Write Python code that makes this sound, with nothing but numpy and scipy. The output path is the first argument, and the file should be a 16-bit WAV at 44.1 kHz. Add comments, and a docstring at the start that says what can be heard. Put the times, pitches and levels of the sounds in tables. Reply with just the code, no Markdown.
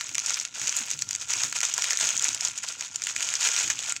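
"""A block of dry noodles is crushed by hand inside its plastic packet, close by, in a small kitchen. Each
squeeze sets off a dense crackle of plastic film and crumbs. Single creases snap through, and thicker noodles
break with a duller crack. The hands softly bump and rub the packet, a faint low hum comes and goes, and a dish
nearby rings faintly over the quiet rumble of the room."""
import sys
import numpy as np
from scipy import signal
from scipy.fft import rfft, irfft, next_fast_len
from scipy.io import wavfile
from scipy.ndimage import uniform_filter1d

SR = 44100
rng = np.random.default_rng(int(sys.argv[2]) if len(sys.argv) > 2 else 0)


def to_wav(sig):
    """Store sig (one row per channel, or 1-D mono) as 16-bit WAV at the path in sys.argv[1].

    Samples outside -1..1 are clipped; the rate is SR.
    """
    pcm = np.clip(np.atleast_2d(sig), -1, 1) * 32767
    pcm = np.round(pcm).astype(np.int16)
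    wavfile.write(sys.argv[1], SR, pcm.T)  # frames by channels


N = 176400
T = np.arange(N) / SR


def crackle(per_s, spread_db, slip_s, low_hz, high_hz, spectrum):
    """Tiny slips each ring briefly; a harder squeeze makes them denser, louder and brighter."""
    # How hard the hands squeeze. Each row: time in seconds, crackle level in dB.
    grip = [(0.0, -35), (0.18, -41), (0.295, -27.0), (0.47, -40), (0.51, -53), (0.55, -35), (0.68, -28.5),
            (0.725, -34), (0.78, -28.5), (0.855, -35.5), (0.935, -32.5), (0.965, -44), (1.02, -35.5),
            (1.055, -50), (1.09, -39), (1.15, -38), (1.195, -42.5), (1.215, -30.5), (1.265, -44),
            (1.305, -25.5), (1.36, -30), (1.41, -26.5), (1.455, -30), (1.54, -40), (1.56, -24),
            (1.615, -41.5), (1.635, -26.5), (1.73, -33.0), (1.91, -27.5), (1.995, -34), (2.01, -22.5),
            (2.2, -34.5), (2.235, -25.5), (2.39, -36.5), (2.45, -27), (2.545, -41), (2.58, -33.5),
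            (2.62, -43.5), (2.64, -30), (2.655, -37.5), (2.695, -32.5), (2.77, -41), (2.85, -34.5),
            (2.915, -46), (2.95, -37), (2.975, -45), (3.02, -37), (3.11, -29.5), (3.13, -39), (3.21, -29.5),
            (3.36, -30), (3.38, -33), (3.455, -20), (3.51, -28), (3.61, -23), (3.695, -34), (3.705, -23.5),
            (3.74, -37), (3.905, -29), (3.95, -47), (3.965, -31.5), (3.995, -68.5)]
    pitches, ring_cycles = 10, 1.44
    grip_db = np.interp(T, *np.transpose(grip))
    swing_db = grip_db - grip_db.mean()
    starts = rng.random(N) < per_s * from_db(0.65 * swing_db) / SR
    strength = from_db(spread_db * np.minimum(rng.exponential(1, N), 4))
    energy = starts * strength ** 2
    pitch_index = rng.integers(0, pitches, N)
    slip = np.hanning(int(slip_s * SR)) ** 2
    grains = 0
    for k, hz in enumerate(np.geomspace(low_hz, high_hz, pitches)):
        envelope = np.sqrt(np.convolve(energy * (pitch_index == k), slip, "same"))
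        friction = rng.choice([-1, 1], N) * envelope
        grains = grains + resonance(friction, hz, hz / ring_cycles)
    grains = colour(grains, spectrum)
    sizzle = signal.sosfiltfilt(highpass(6, 9600), grains)
    grains = grains + sizzle * (from_db(0.083 * swing_db) - 1)
    # Even out the level over 71 ms, so that the grip sets the loudness.
    span = int(0.071 * SR)
    power = uniform_filter1d(uniform_filter1d(grains ** 2, span), span // 2)
    return from_db(grip_db) * grains / np.sqrt(np.abs(power) + 1e-12)


def noodle_crumbs():
    """Dry noodles crumble: many quick slips over a few slower, lower crunches."""
    # The tone of the crumbs. Each row: frequency in Hz, gain in dB.
    tone = [(150, -21), (400, -13.5), (700, -12), (1150, -9), (1450, -3.5), (1900, -3.5), (2450, -2),
            (3300, -2), (4500, -4.5), (7000, 4), (9500, -9), (15000, -28)]
    crumbs = crackle(per_s=1600, spread_db=3, slip_s=0.0024, low_hz=634, high_hz=5150, spectrum=tone)
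    crunch = crackle(per_s=90, spread_db=3, slip_s=0.013, low_hz=527, high_hz=970, spectrum=tone)
    return from_db(-7) * crumbs + from_db(-19.5) * crunch


def noodle_breaks(size=4096):
    """A thick noodle gives way in a quick run of fractures that make the block sound."""
    # Noodles breaking. Each row: start in seconds, relative level in dB, pitch in Hz.
    breaks = [(0.009, -24.5, 1590), (0.181, -27, 2280), (0.370, -23, 2380), (1.435, -25, 1400),
              (1.563, -33, 835), (1.630, -26.5, 1100), (1.783, -28, 890), (1.840, -24, 2650),
              (1.920, -25.5, 1600), (2.020, -33, 1090), (2.028, -32.5, 440), (2.088, -38, 700),
              (2.251, -23, 2270), (2.282, -38, 700), (2.447, -32, 870), (2.641, -34.5, 810),
              (2.812, -38, 990), (3.470, -22, 2440), (3.600, -44, 950), (3.702, -35, 1750),
              (3.885, -34, 950)]
    attack_s, decay_s = 0.00058, 0.0057
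    out, t = np.zeros(N), T[:size]
    envelope = (1 - np.exp(-t / attack_s)) * np.exp(-t / decay_s)
    for start, db, hz in breaks:
        fractures = rng.standard_normal(size) * rng.exponential(1, size) ** 2 * envelope
        block = signal.sosfilt(highpass(2, hz / 2), resonance(fractures, hz, width_hz=950))
        add(out, start, from_db(db - 6) * burst_one(block, decay_s))
    return out


def plastic_film():
    """The packet crumples: a dense, bright rustle dotted with sharper ticks."""
    # The tone of the film. Each row: frequency in Hz, gain in dB.
    tone = [(1000, -45.5), (2500, -7), (4300, -14), (5500, -6.5), (6300, -1), (6750, 3.5), (7300, -5),
            (8000, -4.5), (9200, -25), (12000, -24), (15500, -23)]
    rustle = crackle(per_s=1700, spread_db=4.5, slip_s=0.0024, low_hz=3600, high_hz=8300, spectrum=tone)
    ticks = crackle(per_s=220, spread_db=3, slip_s=0.0004, low_hz=2170, high_hz=7800, spectrum=tone)
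    return from_db(-4.5) * rustle + from_db(-7) * ticks


def crease_snaps(size=1280):
    """A crease strains, flips and shivers: the film rings over a duller knock of the packet's body."""
    # Creases flipping. Each row: time in seconds, relative levels of ring and body in dB.
    snaps = [(0.01, -24.5, -24), (0.0917, -26.5, -33), (0.1467, -23, -27.5), (0.1526, -18, -23.5),
             (0.1815, -14.5, -21), (0.1922, -19, -42), (0.1992, -21.5, -31), (0.2615, -16.5, -35),
             (0.3055, -18.5, -25), (0.3422, -16, -26), (0.399, -18.5, -45), (0.412, -24, -33),
             (0.451, -20.5, -25.5), (0.6158, -23.5, -26.5), (0.6724, -17, -24), (0.6787, -19, -35),
             (0.6931, -15, -41), (0.7249, -22, -26), (0.7661, -16, -37), (0.772, -18, -43),
             (0.9036, -20, -38), (0.9125, -16.5, -29), (0.9902, -23.5, -33.5), (1.021, -14.5, -28),
             (1.0897, -23, -39), (1.1093, -18, -30), (1.1302, -22, -35), (1.1503, -18, -29),
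             (1.1594, -21.5, -42), (1.336, -14, -40), (1.435, -13, -26), (1.4493, -23, -35),
             (1.5261, -21.5, -23.5), (1.605, -17.5, -25), (1.6138, -19, -27), (1.6307, -18, -24.5),
             (1.6509, -16, -25), (1.7394, -14.5, -23), (1.7791, -15, -24), (1.8214, -14, -21),
             (1.8417, -19, -19.5), (1.9066, -14.5, -20.5), (1.9318, -17.5, -29), (1.9726, -16, -25),
             (1.9888, -24, -27), (1.999, -20, -27), (2.0111, -16, -34), (2.0717, -16, -43),
             (2.0897, -15.5, -20.5), (2.105, -15, -27), (2.1666, -18.5, -26), (2.177, -14.5, -40),
             (2.195, -17.5, -25), (2.2234, -16, -45), (2.2425, -11, -35), (2.2838, -14.5, -32),
             (2.2887, -18.5, -25.5), (2.3467, -17.5, -29.5), (2.4082, -17, -34), (2.4498, -11.5, -32),
             (2.4839, -20.5, -44), (2.577, -22, -39), (2.636, -24.5, -37), (2.6868, -21, -34),
             (2.809, -20, -30), (2.9585, -16, -30), (3.02, -21, -29), (3.038, -20, -42),
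             (3.0697, -20.5, -20), (3.163, -18.5, -20.5), (3.2062, -20.5, -26), (3.2274, -19.5, -20.5),
             (3.2886, -20, -24), (3.3387, -17.5, -25), (3.3532, -14, -30), (3.4088, -19, -25),
             (3.4873, -18, -25), (3.5639, -15.5, -22), (3.6777, -19.5, -28.5), (3.701, -14, -20.5),
             (3.7903, -21, -24), (3.8997, -28, -27), (3.9226, -16.5, -25.5), (3.9637, -26.5, -35)]
    # The tone of the film's bright ring. Each row: frequency in Hz, gain in dB.
    ring_tone = [(1000, -49), (4000, -0.5), (5500, 0.5), (8000, -2), (9300, -12.5), (12000, -15),
                 (15500, -14.5)]
    # The tone of the packet's knock. Each row: frequency in Hz, gain in dB.
    body_tone = [(200, 2), (800, -8.5), (1400, 2), (2500, 2), (3800, 2.5), (6000, 2.5), (10000, -3)]
    lead_s, attack_s, snap_s = 0.006, 0.0003, 0.001
    out, t = np.zeros(N), T[:size] - lead_s
    after = np.maximum(t, 0)
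    strain = from_db(-25) * np.exp(-np.abs(t) / 0.0015) * (t < 0)
    shiver = from_db(-23) * np.exp(-after / 0.003)
    for time, ring_db, body_db in snaps:
        length, ring_pitch, body_pitch = rng.uniform(-0.95, 1, 3)
        decay_s = 0.0006 * 2 ** length
        envelope = (1 - np.exp(-after / attack_s)) * (np.exp(-after / decay_s) + shiver)
        envelope = envelope / envelope.max() + strain
        flip, knock = rng.choice([-1, 1], (2, size)) * envelope
        ring = resonance(flip, hz=6665 * 2 ** (0.085 * ring_pitch), width_hz=1060)
        body = resonance(knock, hz=2450 * 2 ** (0.6 * body_pitch), width_hz=1070)
        ring = from_db(ring_db) * burst_one(colour(ring, ring_tone), snap_s)
        body = from_db(body_db) * burst_one(colour(body, body_tone), snap_s)
        add(out, time - lead_s, from_db(0.5) * (ring + body))
    return out


def film_cracks(size=1280):
    """Tight film gives way with a thin, very bright crack."""
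    # Brittle cracks. Each row: start in seconds, level in dB.
    cracks = [(0.7645, -33), (0.860, -44), (1.1092, -46)]
    out, decay_s = np.zeros(N), 0.003
    for start, db in cracks:
        split = rng.standard_normal(size) * np.exp(-T[:size] / decay_s)
        tick = resonance(split, hz=11000, width_hz=6000)
        add(out, start, from_db(db) * burst_one(tick, decay_s))
    return out


def packet_air(x):
    """The air in the packet adds a short, hollow ring."""
    return x + from_db(-11) * resonance(x, hz=2425, width_hz=240)


def hand_bumps(size=22050):
    """Palms and fingers thud softly and rub the packet; the longest, lowest rows are a faint low hum, with less
    rub in it."""
    # Touches, and a faint low hum. Each row: start in seconds, thud level in dB, pitch in Hz, fade time in
    # seconds.
    bumps = [(0.071, -60, 121, 0.09), (0.606, -53.5, 131, 0.036), (0.795, -47.5, 221, 0.0093),
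             (0.919, -55, 129, 0.16), (1.021, -62, 86, 0.31), (1.335, -56.5, 107, 0.049),
             (1.429, -53, 130, 0.055), (2.02, -50, 126, 0.018), (2.123, -55, 124, 0.039),
             (2.278, -52, 109, 0.023), (2.477, -55.5, 115, 0.016), (3.15, -59, 95.5, 0.027),
             (3.63, -53, 122, 0.081)]
    # The tone of a rubbing palm. Each row: frequency in Hz, gain in dB.
    rub_tone = [(60, -7), (150, -16), (275, 5), (380, -3.5), (550, -9), (1200, -18.5)]
    attack_s, slow_drag_s = 0.008, 0.1
    out, t = np.zeros(N), T[:size]
    for start, db, hz, decay_s in bumps:
        envelope = (1 - np.exp(-t / attack_s)) * np.exp(-t / decay_s)
        push, drag = rng.standard_normal((2, size)) * envelope
        thud = resonance(push, hz, width_hz=31)
        thud = burst_one(resonance(thud, hz, width_hz=hz), decay_s)
        rub = burst_one(colour(drag, rub_tone), decay_s)
        rub_gain = from_db(1.5) * min(slow_drag_s / decay_s, 1) ** 2
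        add(out, start, from_db(db) * (thud + rub_gain * rub))
    return out


def dish(x):
    """A dish nearby rings along with the sound that reaches it."""
    # The dish's notes. Each row: pitch in Hz, width in Hz, gain in dB.
    notes = [(960, 73, -7), (1390, 33, 1.5)]
    return sum(from_db(db) * resonance(x, hz, width_hz) for hz, width_hz, db in notes)


def kitchen_echo(x, size=22050):
    """Scattered early echoes thicken into a short tail."""
    first_echo_s, build_s, fade_s = 0.0024, 0.089, 0.24
    t = T[:size]
    density = np.minimum((t + first_echo_s) / build_s, 1)
    echoes = rng.standard_normal(size) * (rng.random(size) < density) * (t > first_echo_s)
    response = echoes / np.sqrt(density) * from_db(-60 * t / fade_s)
    response /= np.sqrt(np.sum(response ** 2))
    return from_db(-13.5) * signal.fftconvolve(x, response)[:N]


def room_noise():
    """The room has a quiet, steady rumble and hiss."""
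    # The tone of the room. Each row: frequency in Hz, gain in dB.
    tone = [(25, -1), (55, -14), (85, 0.5), (130, 4.5), (170, -3.5), (280, -1), (420, -15), (1000, -25),
            (3000, -3), (15000, -40)]
    noise = colour(rng.standard_normal(N), tone)
    return from_db(-58.5) * noise / np.sqrt(np.mean(noise ** 2))


def from_db(db):
    """Turn decibels into a gain."""
    return 10 ** (np.asarray(db) / 20)


def burst_one(x, seconds):
    """Give a burst the energy of a steady level of 1 held for this long."""
    return x * np.sqrt(seconds * SR / (np.sum(x ** 2) + 1e-20))


def add(out, start, x):
    """Mix in a short sound at a start time in seconds."""
    i = max(int(start * SR), 0)
    out[i:i + len(x)] += x[:max(N - i, 0)]


def colour(x, spectrum):
    """Shape the tone of a sound along a curve of (Hz, dB) points."""
    size = 2 * next_fast_len(len(x))
    hz, db = np.transpose(spectrum)
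    bin_hz = np.maximum(np.arange(size // 2 + 1) * SR / size, 1)
    gain = from_db(np.interp(np.log(bin_hz), np.log(hz), db))
    # Minimum phase: nothing rings before the sound that causes it.
    cepstrum = irfft(np.log(gain))
    cepstrum[1:size // 2] *= 2
    cepstrum[size // 2 + 1:] = 0
    return irfft(rfft(x, size) * np.exp(rfft(cepstrum)))[:len(x)]


def resonance(x, hz, width_hz):
    """Ring at one pitch; a narrower width rings longer."""
    r = np.exp(-np.pi * width_hz / SR)
    feedback = [1, -2 * r * np.cos(2 * np.pi * hz / SR), r * r]
    return signal.lfilter(np.array([1, 0, -1]) * (1 - r * r) / 2, feedback, x + 1e-18)


def highpass(order, hz):
    """Make a filter that cuts the sound below hz."""
    return signal.butter(order, hz, "high", fs=SR, output="sos")


def scene():
    """Mix the packet of noodles with the hands, the dish and the room."""
    crackling = plastic_film() + noodle_crumbs() + crease_snaps()
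    packet = packet_air(crackling) + film_cracks() + noodle_breaks()
    room = room_noise()
    ringing = dish(packet + from_db(24.5) * room)   # the room noise is stronger at the dish's notes
    return (packet + ringing + kitchen_echo(packet) + hand_bumps() + room)[None]


def record(dry):
    """Round off the highest peaks, then cut the deep bass and the very top."""
    ceiling, low_cut_hz, high_cut_hz = 0.35, 47, 16400
    rounded = dry / (1 + (dry / ceiling) ** 8) ** (1 / 8)
    thinned = signal.sosfilt(highpass(2, low_cut_hz), rounded)
    return signal.sosfilt(signal.cheby2(20, 70, high_cut_hz, fs=SR, output="sos"), thinned)


dry = scene()
out = record(dry)
to_wav(out)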